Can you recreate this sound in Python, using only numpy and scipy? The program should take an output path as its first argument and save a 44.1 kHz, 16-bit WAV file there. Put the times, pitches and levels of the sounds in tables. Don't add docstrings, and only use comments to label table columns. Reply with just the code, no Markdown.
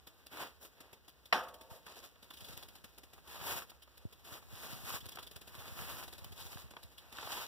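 import sys
import numpy as np
from scipy import signal
from scipy.fft import rfft, irfft
from scipy.io import wavfile

SR = 44100
rng = np.random.default_rng(int(sys.argv[2]) if len(sys.argv) > 2 else 0)


def master(y):
    cut = np.clip(np.atleast_2d(y).T, -1, 1)
    pcm = np.round(cut * 32767)
    wavfile.write(sys.argv[1], SR, pcm.astype(np.int16))


N = 329427
T = np.arange(N) / SR
HZ = np.fft.rfftfreq(N, 1 / SR)
KNOCK_S = 1.3245

# start t/s, hardest t/s, end t/s, level/dB, relative fizz/dB, rub/dB, rasp/dB
LEG_SWEEPS = [(.33, .43, 0.46, -43, -9, 0.5, -16), (0.614, 0.67, 0.66, -58, 2.5, 6, -8),
              (0.771, 0.785, 0.94, -64, -15, 4.5, -13), (1.702, 1.7, 1.764, -57, -2, -2, -1),
              (1.848, 1.87, 1.97, -58.5, -8.5, 2, 3), (1.948, 1.966, 1.99, -56, -4, 5.5, 6),
              (2.035, 2.066, 2.05, -50, -2.5, 1.5, 5), (2.343, 2.48, 2.6, -59.5, -2, 1, 7),
              (3.285, 3.301, 3.51, -51.5, -5, -7, -4), (3.445, 3.515, 3.593, -40.5, -2.5, -6, -24),
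              (4.258, 4.355, 4.375, -51, -3.5, 0, -3), (4.505, 4.7, 4.85, -51, -1.5, -1.5, 1),
              (4.851, 4.934, 4.965, -43.5, -2, -11, -2), (5.483, 5.604, 5.72, -52.5, -4.5, -3.5, -8),
              (5.727, 5.82, 5.92, -47.5, -2.5, -11, -8), (5.926, 5.978, 6.035, -49.5, -2.5, -3, -10),
              (6.327, 6.42, 6.62, -57, 1, -5, 6), (7.007, 7.05, 7.08, -60.5, -19, -14, -11),
              (7.122, 7.162, 7.77, -51.5, -11.5, -7, 2), (7.249, 7.33, 7.44, -45, -4.5, -24, 1)]
# t/s, pace (0 at rest, about 1 at full pace)
PACE_CURVE = [(0, 0.17), (1.2, 0), (1.65, 0.26), (2.2, 0.09), (2.5, 0.65), (2.8, 0.37), (3.1, .2),
              (3.45, 0.76), (3.85, 0.06), (4.4, 0.47), (4.8, 0.92), (5.05, .55), (5.42, .45), (5.85, 1.02),
              (6.1, 0.7), (6.55, 0.68), (6.9, 0.34), (7.47, 0.56)]
# f/Hz, level/dB
SWISH_SPECTRUM = [(60, 16), (200, 6), (450, 5), (900, 6.5), (1400, 5), (2000, 4.5), (2600, 4), (3600, -1),
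                  (5000, -5.5), (7000, -45), (15000, -18)]
RUB_SPECTRUM = [(60, -9), (150, 5.5), (300, 10), (430, 8.5), (650, 5.5), (1200, -18), (4000, -36)]
FIZZ_SPECTRUM = [(1500, -16), (3500, -1), (5200, 0), (6500, -1.5), (8300, -3.5), (10000, -1.5), (12500, 2),
                 (15000, 3)]
# t/s, duration/s, knob rate/(1/s), deceleration/(1/s^2), force/dB
WHEEL_COASTS = [(1.3897, .25, 23.86, 51.74, 0), (2.3038, .58, 31.424, 40.77, 0.5),
                (5.055, .53, 32.77, 42.57, 1), (6.0351, .32, 24.03, 45.66, 2)]
# t/s, level/dB, relative body/dB
CREEP_KNOBS = [(.070, -46, 0), (.264, -49, -3), (.469, -51, -6), (.648, -49.5, 1), (.804, -49.5, 5.5),
               (.929, -50.5, 4.5), (1.080, -49, 0), (1.255, -49, -7), (1.863, -52, 6.5), (2.226, -49.5, -1),
               (2.979, -50, 3), (3.033, -53.5, 6), (3.132, -51, 4.5), (3.275, -48, 0), (3.696, -47.5, -4.5),
               (3.822, -50, -11), (3.973, -52.5, -3), (4.125, -50, -1), (4.247, -49, 0.5),
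               (5.004, -46, -10), (5.678, -48, 2.5), (6.409, -44, -5), (6.707, -52, 7), (6.829, -48, -2.5),
               (6.979, -45, -11), (7.124, -48.5, 6)]
# f/Hz, level/dB
FLICK_TOP_SPECTRUM = [(1200, -9.5), (2600, -3), (3400, -4.5), (4500, 0), (6500, -12), (8300, -11),
                      (10000, -6.5), (12500, -7.5), (15000, -3.5)]
FLICK_BODY_SPECTRUM = [(60, 28), (130, 9), (300, 9.5), (800, -1.5), (1500, -4.5), (2200, 1), (3500, -6),
                       (8000, -12)]
# t/s, level/dB
TWIG_SNAPS = [(1.866, -43.5), (1.879, -46), (2.157, -51), (2.307, -42.5), (3.185, -51), (3.588, -39),
              (3.62, -40), (3.717, -49.5), (3.875, -52.5), (4.75, -49), (5.171, -37.5), (5.186, -37.5),
              (5.789, -37.5), (6.026, -39.5), (6.529, -41), (6.571, -40.5), (6.736, -46.5), (6.766, -38),
              (7.184, -36.5), (7.228, -36), (7.273, -38), (7.375, -38.5)]
# f/Hz, level/dB
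SNAP_SPECTRUM = [(100, 8), (400, 9.5), (850, 9), (1400, 6.5), (2200, 3), (3200, 1), (4600, -8.5),
                 (8000, -32), (15000, -21)]
# f/Hz, level/dB
CRACK_SPECTRUM = [(150, -20), (500, -23), (800, -3), (1200, -22), (1700, -16), (2350, -6), (3050, -19.5),
                  (3550, -34), (4100, -17), (5400, -31), (7000, -52), (9000, -45), (15000, -43)]
BODY_SPECTRUM = [(60, -31), (130, -15.5), (300, -18.5), (520, -20), (780, -21), (1000, -19), (1350, -17),
                 (1900, -20), (3000, -23), (3550, -26), (5400, -29), (8000, -44.5), (15000, -40.5)]
ECHO_SPECTRUM = [(100, -34), (350, -43), (550, -34.5), (900, -47), (1400, -61), (2500, -58), (5000, -84),
                 (12000, -81)]
# f/Hz, T60/s
BODY_DECAY = [(100, 0.31), (400, 0.41), (900, 0.41), (2000, 0.34), (5000, 0.23), (12000, 0.31)]
# f/Hz, level/dB, T60/s
OBJECT_MODES = [(501.6, -15, 0.75), (620, -5, 0.4), (715, -3, 0.45), (748, 3.5, 0.21), (792, 8.5, 0.12),
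                (873, 0.5, 0.32), (1126, -16, 0.81), (1230, -6, 0.24), (1237, -7, 0.44), (1530, -2, .22),
                (1780, -10, .2), (3000, -19, 0.094)]
# f/Hz, bandwidth/Hz, level/dB
ECHO_RESONANCES = [(523, 13, -23), (636, 39, -29.5), (770, 26, -46), (900, 18, -29.5)]
# t/s, level/dB
CAMERA_JOLTS = [(1.715, -41), (3.525, -43), (3.555, -38.5), (4.052, -32.5), (4.32, -41.5), (4.527, -40),
                (4.73, -37.5), (4.835, -41), (4.942, -37), (5.062, -42), (5.723, -39.5), (5.819, -40),
                (6.417, -44), (6.557, -37.5)]
# f/Hz, level/dB
RUMBLE_SPECTRUM = [(20, -16), (40, 22), (65, 31.5), (110, 25.5), (180, 22), (300, 7.5), (600, 3),
                   (2000, -13)]
AIR_SPECTRUM = [(20, -53), (60, -26), (130, -47), (250, -56), (450, -57), (800, -67.5), (1800, -67),
                (3400, -71), (5000, -74), (8200, -84), (11000, -84), (15000, -75.5)]
# f/Hz, level/dB
PORT_DIFFERENCE = [(60, -21), (130, -13.5), (450, -10), (800, -6.5), (1200, -3), (1800, -2), (3400, 1),
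                   (5000, 1.5), (15000, 2)]


def grass():
    rustle_db = -73 + 14.5 * pace()
    power = from_db([[0], [-5], [0], [0]]) ** 2 * from_db(rustle_db) ** 2
    for start, hardest, end, db, fizz_db, rub_db, rasp_db in LEG_SWEEPS:
        gains = from_db([[db], [db + fizz_db], [db + rub_db], [db + rasp_db]])
        power += (gains * np.maximum(leg_pressure(start, hardest, end), 1e-6)) ** 2
    level, fizz_level, rub_level, rasp_level = np.sqrt(power) * from_db(1.76 * flutter(rate_hz=19))
    sliding = friction(per_s=1000, size_db=1.0, share=0.25) * level
    swish = from_db(-0.5) * colour(sliding * from_db(0.87 * flutter(rate_hz=18)), SWISH_SPECTRUM)
    stems = friction(per_s=160, size_db=4.0, share=0.73) * level
    crunch = from_db(2.5) * resonate(stems, hz=1034, width_hz=670)
    rub = colour(noise() * rub_level, RUB_SPECTRUM)
    rasp = resonate(friction(per_s=680, size_db=5.5, share=0.55) * rasp_level, hz=3700, width_hz=1800)
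    fizz = colour(friction(per_s=1500, size_db=3.5, share=0.22) * fizz_level, FIZZ_SPECTRUM)
    return ports(swish + crunch + rub + rasp + fizz, spread_db=-1, lean=0.38)


def leg_pressure(start, hardest, end, build_db=8.5, ease_db=3.5, catch_s=0.015, release_s=0.026):
    held = from_db(np.interp(T, [start, hardest, end], [-build_db, 0, -ease_db]))
    return held * np.exp(-np.maximum(start - T, 0) / catch_s - np.maximum(T - end, 0) / release_s)


def friction(per_s, size_db, share):
    slips = (rng.random(N) < per_s / SR) * from_db(size_db * np.minimum(rng.exponential(1, N), 4))
    power = np.abs(signal.lfilter([1], [1, -np.exp(-1 / 20)], slips ** 2))
    return noise() * np.sqrt(1 - share + share * power / power.mean())


def tyre(lead_s=0.01, flick_s=0.0095, quiver_s=0.03, wander_hz=200.7):
    t = np.arange(-lead_s, .09, 1 / SR)
    after = np.maximum(t - .004, 0)
    rise = np.exp(np.minimum(t - .002, 0) / 0.0021)
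    stroke = rise * (np.exp(-after / flick_s) + 0.12 * np.exp(-after / quiver_s))
    top, body, bright = np.zeros((3, N))
    for s, db, body_db in knobs():
        add(top, s - lead_s, from_db(db) * stroke)
        add(body, s - lead_s, from_db(db + body_db) * stroke)
        add(bright, s - lead_s, from_db(db - .5 * body_db) * stroke)
    scrape = colour(friction(per_s=670, size_db=10, share=0.31) * top, FLICK_TOP_SPECTRUM)
    scrape += colour(noise() * body, FLICK_BODY_SPECTRUM)
    ring = from_db(2.0) * resonate(noise() * bright, hz=3490, width_hz=360)
    bend_phase = 2 * np.pi * np.cumsum(wander_hz * flutter(rate_hz=8.9)) / SR
    ring = (signal.hilbert(ring) * np.exp(1j * bend_phase)).real
    return from_db(-2.0) * ports(scrape + ring, spread_db=-2.5, lean=0.39)


def knobs():
    rows = list(CREEP_KNOBS)
    for start, length, rate, slowing, force_db in WHEEL_COASTS:
        t = np.arange(0, length, 1 / SR)
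        knobs_turned = np.floor(rate * t - slowing * t ** 2 / 2)
        passes = t[np.diff(knobs_turned, prepend=-1) > 0]
        for s, (level_chance, body_chance) in zip(passes, rng.standard_normal((20, 2))):
            knobs_per_s = rate - slowing * s
            db = -50 + force_db + 0.1208 * knobs_per_s + level_chance
            body_db = 7 - 0.422 * knobs_per_s + 2.5 * body_chance
            rows.append((start + s, db, body_db))
    return rows


def twigs():
    t, bursts = np.arange(0, .04, 1 / SR), np.zeros(N)
    envelope = (1 - np.exp(-t / 0.00065)) * (np.exp(-t / 0.0036) + 0.11 * np.exp(-t / 0.035))
    for s, db in TWIG_SNAPS:
        add(bursts, s, from_db(db) * envelope)
    split = from_db(-2.0) * colour(noise() * bursts, SNAP_SPECTRUM)
    hollow = from_db(3) * resonate(noise() * bursts, hz=1200, width_hz=330)
    return ports(split + hollow, spread_db=0.5, lean=0.29)


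def knock(crack_s=0.004, ring_db=-36.5):
    age = np.maximum(T - KNOCK_S, 0)
    pulse = (age / crack_s * np.exp(1 - age / crack_s)) ** 2
    crack = from_db(2.5) * colour(noise(), CRACK_SPECTRUM) * pulse
    body = from_db(-2.5) * colour(damped_noise(), BODY_SPECTRUM) * (1 - np.exp(-age / 0.0038))
    sound = crack + body + bank_echo(age)
    t = np.arange(SR) / SR
    for hz, db, t60 in OBJECT_MODES:
        envelope = (1 - np.exp(-t / 0.0035)) * from_db(ring_db + db - 60 * t / t60)
        add(sound[0], KNOCK_S, envelope * np.sin(2 * np.pi * (hz * t + rng.random())))
    return ports(sound, spread_db=-5.0, lean=0.53)


def damped_noise():
    hz, t, bands = signal.stft(noise(), SR, nperseg=256)
    decay = from_db(-60 * np.maximum(t - KNOCK_S, 0) / read(BODY_DECAY, hz)[:, None])
    return signal.istft(bands * decay, SR, nperseg=256)[1][:, :N]


def bank_echo(age, far_delay_s=0.42):
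    scatter = noise()
    rings = sum(from_db(db) * resonate(scatter, hz, width) for hz, width, db in ECHO_RESONANCES)
    near_bank = (1 - np.exp(-age / 0.017)) * np.exp(-age / 0.16)
    far_bank = from_db(-12.5) * np.exp(-((age - far_delay_s) / 0.04) ** 2)
    return (colour(scatter, ECHO_SPECTRUM) + rings) * (near_bank + far_bank)


def handling(full_pace_jiggles_per_s=16, jiggle_db=-43.5):
    t, thuds = np.arange(0, .06, 1 / SR), np.zeros(N)
    jiggle_times = T[rng.random(N) < full_pace_jiggles_per_s * pace() ** 2 / SR]
    for s, db in list(CAMERA_JOLTS) + [(s, jiggle_db) for s in jiggle_times]:
        pitch, polarity = rng.standard_normal(2)
        hardness = from_db(0.53 * (db + 41))
        hz = 90 * np.exp(.15 * pitch) * (1 + 1.45 * hardness * np.exp(-t / 0.002))
        push = (1 - np.exp(-t * hardness / 0.0023)) * np.exp(-t / 0.008)
        add(thuds, s, np.sign(polarity) * from_db(db) * np.sin(2 * np.pi * np.cumsum(hz) / SR) * push)
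    shake = from_db(-86 + 24.5 * pace() + 0.77 * flutter(rate_hz=50))
    rumble = from_db(5.5) * colour(noise() * shake, RUMBLE_SPECTRUM)
    return thuds * from_db([[9.0], [-4.0]]) + rumble


def air():
    hush = colour(noise(), AIR_SPECTRUM) * from_db(0.65 * flutter(rate_hz=15))
    return ports(hush, spread_db=-1, lean=0.49)


def ports(x, spread_db, lean):
    difference = from_db(spread_db) * colour(np.sqrt(1 - lean ** 2) * x[1] - lean * x[0], PORT_DIFFERENCE)
    return np.array([x[0] + difference, x[0] - difference])


def pace():
    return np.interp(T, *np.transpose(PACE_CURVE))


def noise():
    return rng.standard_normal((2, N))


def flutter(rate_hz):
    x = irfft(rfft(rng.standard_normal(N)) / (1 + (HZ / rate_hz) ** 4), N)
    return x / x.std()


def resonate(x, hz, width_hz):
    return irfft(rfft(x) / (1 + 1j * (HZ ** 2 - hz ** 2) / (np.maximum(HZ, 1) * width_hz)), N)


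def colour(x, spectrum):
    return irfft(rfft(x) * from_db(read(spectrum, HZ)), N)


def read(points, hz):
    f, value = np.transpose(points)
    return np.interp(np.log(hz + 1), np.log(f + 1), value)


def from_db(db):
    return 10 ** (np.asarray(db) / 20)


def add(track, s, piece):
    part = track[max(round(s * SR), 0):][:len(piece)]
    part += piece[:len(part)]


def scene():
    return grass() + tyre() + twigs() + knock() + handling() + air()


def record(dry, port_delay_samples=20, cutoff_hz=15600):
    spectrum = rfft(dry)
    cross_gain = read([(6800, 1.0), (8800, 0.26), (10500, 0.053)], HZ)
    opposite = np.exp(-2j * np.pi * HZ * port_delay_samples / SR) * spectrum[::-1]
    spectrum = (spectrum - cross_gain * opposite) / np.sqrt(1 + cross_gain ** 2)
    spectrum *= from_db(read([(25, -17), (42, -8.0), (62, -0.5)], HZ))
    left_db = read([(500, -0.3), (4000, 0), (7500, 0.5), (10000, 5.0), (14000, 2)], HZ)
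    wide = irfft(spectrum * from_db([left_db, -left_db]), N)
    low_pass = signal.firwin(511, cutoff_hz, window=("kaiser", 9), fs=SR)
    return signal.oaconvolve(wide, low_pass[None], "same")


dry = scene()
out = record(dry)
master(out)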